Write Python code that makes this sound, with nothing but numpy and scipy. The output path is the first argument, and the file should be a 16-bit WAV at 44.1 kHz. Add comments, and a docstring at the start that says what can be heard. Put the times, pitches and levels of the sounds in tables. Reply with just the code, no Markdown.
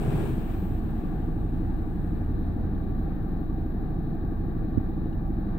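"""Idling in a car wash

Inside a car, the engine's firings boom and knock through the body, the brush gantry rumbles and air
rushes through the cabin's resonances. A last burst of spray drums on the roof and patters on the glass,
then thins to mist as its pressure falls. Panels thud, a few drops tick on the windscreen, and near the
end something bumps the right microphone."""
import sys
import numpy as np
from scipy import signal
from scipy.fft import rfft, irfft
from scipy.io import wavfile
from scipy.ndimage import uniform_filter1d

SR = 44100
rng = np.random.default_rng(int(sys.argv[2]) if len(sys.argv) > 2 else 0)


def unload_wav(signal):
    """Save mono or channel-first audio to the path in sys.argv[1] as 16-bit WAV at rate SR, clipped to [-1, 1]."""
    wavfile.write(
        sys.argv[1],
        SR,
        np.round(np.clip(np.atleast_2d(signal).T, -1, 1) * 32767).astype(np.int16),
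    )


N = 246078
TIME = np.arange(N) / SR
FREQS = np.maximum(np.arange(N // 2 + 1) * SR / N, 1)


def undb(db):
    """Amplitude ratio of a level in decibels."""
    return 10 ** (np.asarray(db) / 20)


def unit(x):
    """Normalisation to an rms of 1."""
    return x / np.sqrt(np.mean(x ** 2))


def across(table):
    """Interpolation of (frequency, value) rows over log frequency."""
    hz, value = np.transpose(table)
    return np.interp(np.log(FREQS), np.log(hz), value)


def pan(db):
    """Interaural level difference, left minus right, as two gains."""
    return undb(np.array([[db], [-db]]) / 2)


def waver(rate):
    """Random modulation: values held for 1 / rate seconds and smoothed twice; spread near 1."""
    hold = int(SR / rate)
    steps = np.repeat(rng.standard_normal(N // hold + 2), hold)
    held = steps[rng.integers(hold):][:N]
    return np.sqrt(2) * uniform_filter1d(uniform_filter1d(held, hold), hold)


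def noise():
    """Two uncorrelated white noises."""
    return rng.standard_normal((2, N))


def patter(rate, spread_db):
    """Shot noise: two streams of random impacts, many small and a few large."""
    hits = rng.random((2, N)) < rate / SR
    signs = np.sign(noise())
    sizes = undb(spread_db * np.minimum(rng.exponential(size=(2, N)), np.pi))
    return unit(hits * signs * sizes)


def strike(times, sizes, modes):
    """Impulse response: each blow rings damped modes (frequency [Hz], T60 [s], relative level [dB])."""
    blows = np.zeros(N)
    np.add.at(blows, np.clip((np.asarray(times) * SR).astype(int), 0, N - 1), sizes)
    t = TIME[:SR // 2]
    ring = sum(undb(db) * np.sin(2 * np.pi * hz * t) * 1000 ** (-t / t60) for hz, t60, db in modes)
    return signal.fftconvolve(blows, ring / np.abs(ring).max())[:N]


def muffle(x, hz):
    """Low-pass filtering: soft contact and trim take the treble off a blow."""
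    return signal.sosfilt(signal.butter(4, hz, fs=SR, output="sos"), x)


# likeness of the two ears: (frequency [Hz], correlation [-])
EAR_CORRELATION = [(30, 1), (60, .93), (130, 0.76), (290, 0.44), (640, 0.41), (1400, 0.077), (3000, 0)]
# balance of the two ears: (frequency [Hz], left minus right [dB])
EAR_BALANCE = [(60, -2.5), (200, 0.5), (380, 3), (700, 0.5), (1250, 4), (2400, 6), (4000, 2), (5500, -4.5),
               (8100, 9), (12500, 5.5), (15000, 4)]
def cabin(pair, spectrum):
    """Interaural coherence: of a pair shaped to a spectrum, bass is shared and treble is diffuse."""
    first, second = rfft(pair) * undb(across(spectrum))
    correlation = np.clip(across(EAR_CORRELATION), -1, 1)
    mid, side = first * np.sqrt(1 + correlation), second * np.sqrt(1 - correlation)
    lean = undb(across(EAR_BALANCE) / 2)
    return unit(irfft(np.array([(mid + side) * lean, (mid - side) / lean]), N))


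def faint_ticking(rate_hz=8, first_s=.029, level_db=-82, scatter_db=2):
    """A periodic impulse train, high-passed to a very faint, thin tick."""
    times = np.arange(first_s, TIME[-1], 1 / rate_hz)
    clicks = np.zeros(N)
    clicks[(times * SR).astype(int)] = undb(scatter_db * rng.standard_normal(len(times)))
    thin = signal.sosfilt(signal.butter(10, 11800, "high", fs=SR, output="sos"), clicks)
    return unit(thin) * undb(level_db)


# spectra of the rushing air and the thin hiss: (frequency [Hz], relative level [dB])
RUSH_SPECTRUM = [(200, -15.5), (420, 4), (520, 3.5), (610, -1), (730, 0), (860, -4.5), (960, -5.5),
                 (1350, -6.5), (1800, -8), (2050, -19.5), (3200, -29.5), (4400, -29), (5200, -47.5),
                 (9000, -54.5)]
THIN_HISS_SPECTRUM = [(3000, -11.5), (6000, -26), (8200, -21), (10300, -16.5), (12500, 4.5), (14000, 2),
                      (16000, 2)]
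# cabin and vent modes: (frequency [Hz], width [Hz], level [dB], left minus right [dB], phase [rad])
CABIN_MODES = [(185.5, 49, -42.5, -1.5, -0.63), (331, 61, -47, 3.5, -.4), (700, 136, -53.5, 5, -0.7),
               (786.5, 114, -53, 5, 0.6), (1161, 84, -59.5, 11.5, 1.97), (1634, 300, -66, 7, 0.07),
               (2380, 230, -76, 3, 4.5), (3850, 600, -72.5, 9, 1.5)]
def air(rush_db=-51, flutter_db=0.83):
    """Resonance: rushing air excites the cabin's broad modes, over a thin, slightly grainy high hiss."""
    rush = cabin(noise(), RUSH_SPECTRUM) * undb(rush_db + flutter_db * waver(12))
    for hz, width, db, lean_db, phase in CABIN_MODES:
        detuning = (FREQS / hz - hz / FREQS) * hz / width
        wave = rfft(rng.standard_normal(N)) / (1 + detuning ** 2)
        # a standing wave reaches each ear at its own level and phase
        ears = irfft(wave * np.array([[np.exp(1j * phase)], [1]]), N) * pan(lean_db)
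        rush += unit(ears) * undb(db + flutter_db * waver(14))
    grainy = noise() + 0.53 * patter(rate=790, spread_db=0.5)
    return rush + cabin(grainy, THIN_HISS_SPECTRUM) * undb(-68.5 + .6 * waver(16))


# the brushes heard through the closed car: (frequency [Hz], relative level [dB])
BRUSH_SPECTRUM = [(14, -36), (28, 1.5), (62, -2.5), (95, 0.5), (120, -1), (170, -2), (240, -3.5),
                  (280, -9.5), (320, -14.5), (380, -12.5), (450, -17.5), (600, -36), (1000, -77)]
def gantry(level_db=-32, waver_db=.5):
    """Superposition: the flapping cloth strips of the turning brushes merge into an uneven rumble."""
    flaps = cabin(patter(rate=1500, spread_db=2.5), BRUSH_SPECTRUM)
    return flaps * undb(level_db + waver_db * waver(10))


# lone drops on the windscreen and, at 4.77 s, the tick of the microphone bump: (time [s], level [dB])
BRIGHT_TICKS = [(.892, -64), (1.403, -66), (2.247, -63), (4.77, -64), (5.052, -65), (5.129, -59.5),
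                (5.137, -66)]
# the ping in each tick: (frequency [Hz], T60 [s], relative level [dB])
PING_MODE = [(2900, .03, 0)]
def bright_ticks(decay_s=.003, ping_db=-1):
    """Impact excitation: each drop, and the bump too, gives a brief bright burst and a small ping."""
    bursts = sum(undb(db) * (TIME >= s) * np.exp(-np.abs(TIME - s) / decay_s) for s, db in BRIGHT_TICKS)
    bright = cabin(noise(), spectrum=[(1200, -14.5), (2900, 9), (4500, -10), (8500, 2), (15000, -3)])
    times, levels_db = np.transpose(BRIGHT_TICKS)
    return bursts * bright / 2 + strike(times, undb(levels_db + ping_db), PING_MODE)


# blows on the body: (time [s], level [dB], pitch [Hz])
PANEL_BLOWS = [(0.079, -18, 138.5), (.148, -24, 125), (.307, -20, 121), (.622, -24, 184.5),
               (1.368, -24.5, 112), (1.438, -23.5, 143.5), (1.63, -23.5, 114), (2.973, -25.5, 136.6),
               (4.041, -24, 112)]
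# modes of a panel: (multiple of its pitch [-], T60 [s], relative level [dB])
PANEL_MODES = [(1, .18, -0.5), (2.3, .035, -9)]
def thuds():
    """Damped free vibration: struck body panels thud dully, each at its own pitch."""
    panels = np.zeros(N)
    for s, db, hz in PANEL_BLOWS:
        modes = [(hz * ratio, t60, mode_db) for ratio, t60, mode_db in PANEL_MODES]
        panels += strike([s], [undb(db)], modes)
    return muffle(panels, hz=590)


# pushes on the right microphone: (time [s], level [dB])
PUSHES = [(4.7763, -7), (4.78, -5.5)]
# modes of its housing: (frequency [Hz], T60 [s], relative level [dB])
HOUSING_MODES = [(88, .045, 4), (248, 0.044, -5)]
def bump(push_s=.0012, leak_hz=58, housing_db=-14):
    """Structure-borne sound: a soft double push rings the microphone housing; its pressure leaks away."""
    push = sum(undb(db) * np.exp(-((TIME - s) / push_s) ** 2) for s, db in PUSHES)
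    swing = signal.sosfilt(signal.butter(2, leak_hz, "high", fs=SR, output="sos"), push)
    contact_s = PUSHES[0][0] - 2 * push_s
    ring = muffle(strike([contact_s], [undb(housing_db)], HOUSING_MODES), hz=600)
    return (swing + ring) * np.array([[undb(-32)], [1]])


def pressure(shut_s, halving_s=0.17):
    """Hyperbolic decay: water pressure is full until the valve shuts, then bleeds away ever slower."""
    return 1 / (1 + np.maximum(TIME - shut_s, 0) / halving_s)


# spectra of the spray's four sounds: (frequency [Hz], relative level [dB])
ROOF_SPECTRUM = [(40, -16.5), (90, -18), (130, -1.5), (190, -12.5), (260, -20.5), (400, -12), (560, -26.5),
                 (800, -23.5), (1200, -47), (3000, -79)]
GLASS_SPECTRUM = [(400, -10.5), (900, 1.5), (1200, -3), (1700, -3), (2000, -10.5), (2450, -6),
                  (3100, -11.5), (3700, -14), (5000, -23.5), (6500, -26), (8200, -25.5), (10400, -26.5),
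                  (11600, -27.5), (15500, -25)]
JET_SPECTRUM = [(4000, -34), (6600, -13.5), (7200, -1), (8400, 3), (9500, -8), (10600, -4), (11800, -9.5),
                (15500, -19)]
NOZZLE_SPECTRUM = [(8000, -34), (12000, -17), (13500, -0.5), (14500, 2), (16000, -5.5)]
def spray(nearest_s=0.1, rise_db_per_s=25.5, mist_s=2.0, mist_width_s=.55):
    """Power laws: drumming, patter and hiss follow a jet's pressure, sizzle that of a fine nozzle."""
    jet, nozzle = pressure(shut_s=0.24), pressure(shut_s=.66)
    swing_db = rise_db_per_s * np.minimum(TIME - nearest_s, 0)  # the jet swings over the car
    mist_db = 6 * np.exp(-((TIME - mist_s) / mist_width_s) ** 2)  # a cloud of mist drifts by
    roof = cabin(patter(rate=900, spread_db=2), ROOF_SPECTRUM)
    roof *= undb(-29.5 + swing_db) * jet ** 2.4
    glass = cabin(patter(rate=9000, spread_db=2), GLASS_SPECTRUM)
    glass *= undb(-46 + swing_db / 2 + waver(25)) * jet ** 0.95
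    hiss = cabin(noise(), JET_SPECTRUM) * undb(-63.5 + mist_db + 1.1 * waver(12)) * jet ** 1.13
    sizzle = cabin(noise(), NOZZLE_SPECTRUM) * undb(-61.5) * nozzle ** 0.99
    return roof + glass + hiss * pan(4) + sizzle * pan(-12)


def pulley(firing_hz, cycles, ratio=7.12, loaded_hz=23.6, fade_db_per_hz=9.5):
    """Rotational tone: a pulley drones as the idle sags under load and fades as the engine speeds up."""
    level_db = -34.5 - fade_db_per_hz * np.maximum(firing_hz - loaded_hz, 0) + 1.5 * waver(6.7)
    return np.sqrt(2) * undb(level_db) * np.sin(2 * np.pi * ratio * cycles)


# idle speed: (time [s], firing rate [Hz])
FIRING_RATE = [(0.0, 24.88), (0.6, 24.41), (1.2, 24.31), (1.7, 23.51), (2.2, 23.04), (2.8, 23.28),
               (3.3, 23.8), (3.7, 24.49), (4.4, 24.24), (5.0, 24.53), (5.58, 24.03)]
# cabin boom and engine hum: (harmonic of the four-stroke cycle [-], level [dB])
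BOOM_HARMONICS = [(2, -32.5), (4, -35), (6, -50)]
HUM_HARMONICS = [(9, -46.5), (12, -50), (14, -45), (16, -48), (18, -50.5), (21, -48), (22, -57), (25, -49),
                 (26, -47.5), (27, -50.5), (28, -52), (30, -60.5)]
# modes of the car body: (frequency [Hz], T60 [s], relative level [dB])
BODY_MODES = [(102, 0.018, -1), (181, 0.045, -3), (257, 0.062, 8), (303, 0.054, 8), (406, 0.067, -11)]
def engine(start_cycles=-.71, hard_db=-27, soft_db=-31, waver_db=0.33):
    """Forced vibration: firings drive a boom and a hum, and knock the body hard and softly in turn."""
    firing_hz = np.interp(TIME, *np.transpose(FIRING_RATE))
    cycles = start_cycles + np.cumsum(firing_hz) / SR / 2  # two firings per cycle
    boom, hum = np.zeros((2, N))
    for harmonic, db in BOOM_HARMONICS:
        amplitude = np.sqrt(2) * undb(db + waver_db * waver(7.8))
        boom -= amplitude * np.cos(2 * np.pi * harmonic * cycles)
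    for harmonic, db in HUM_HARMONICS:
        amplitude = np.sqrt(2) * undb(db + waver_db * waver(2.7))
        hum += amplitude * np.sin(2 * np.pi * (harmonic * cycles + rng.random()))
    firings = np.arange(-1, int(2 * cycles[-1]))
    times = np.interp(firings / 2, cycles, TIME)
    sizes = undb(np.where(firings % 2, soft_db, hard_db))
    knocks = muffle(strike(times, sizes, BODY_MODES), hz=527)
    return (boom + pulley(firing_hz, cycles)) * pan(-0.68) + (knocks + hum) * pan(-.2)


def scene():
    """Superposition of all sources at the front seat."""
    return faint_ticking() + air() + gantry() + bright_ticks() + thuds() + bump() + spray() + engine()


def record(dry, cutoff_hz=15700):
    """Band limiting: a steep low-pass removes the highest treble."""
    return signal.sosfilt(signal.ellip(10, .1, 80, cutoff_hz, fs=SR, output="sos"), dry)


dry = scene()
out = record(dry)
unload_wav(out)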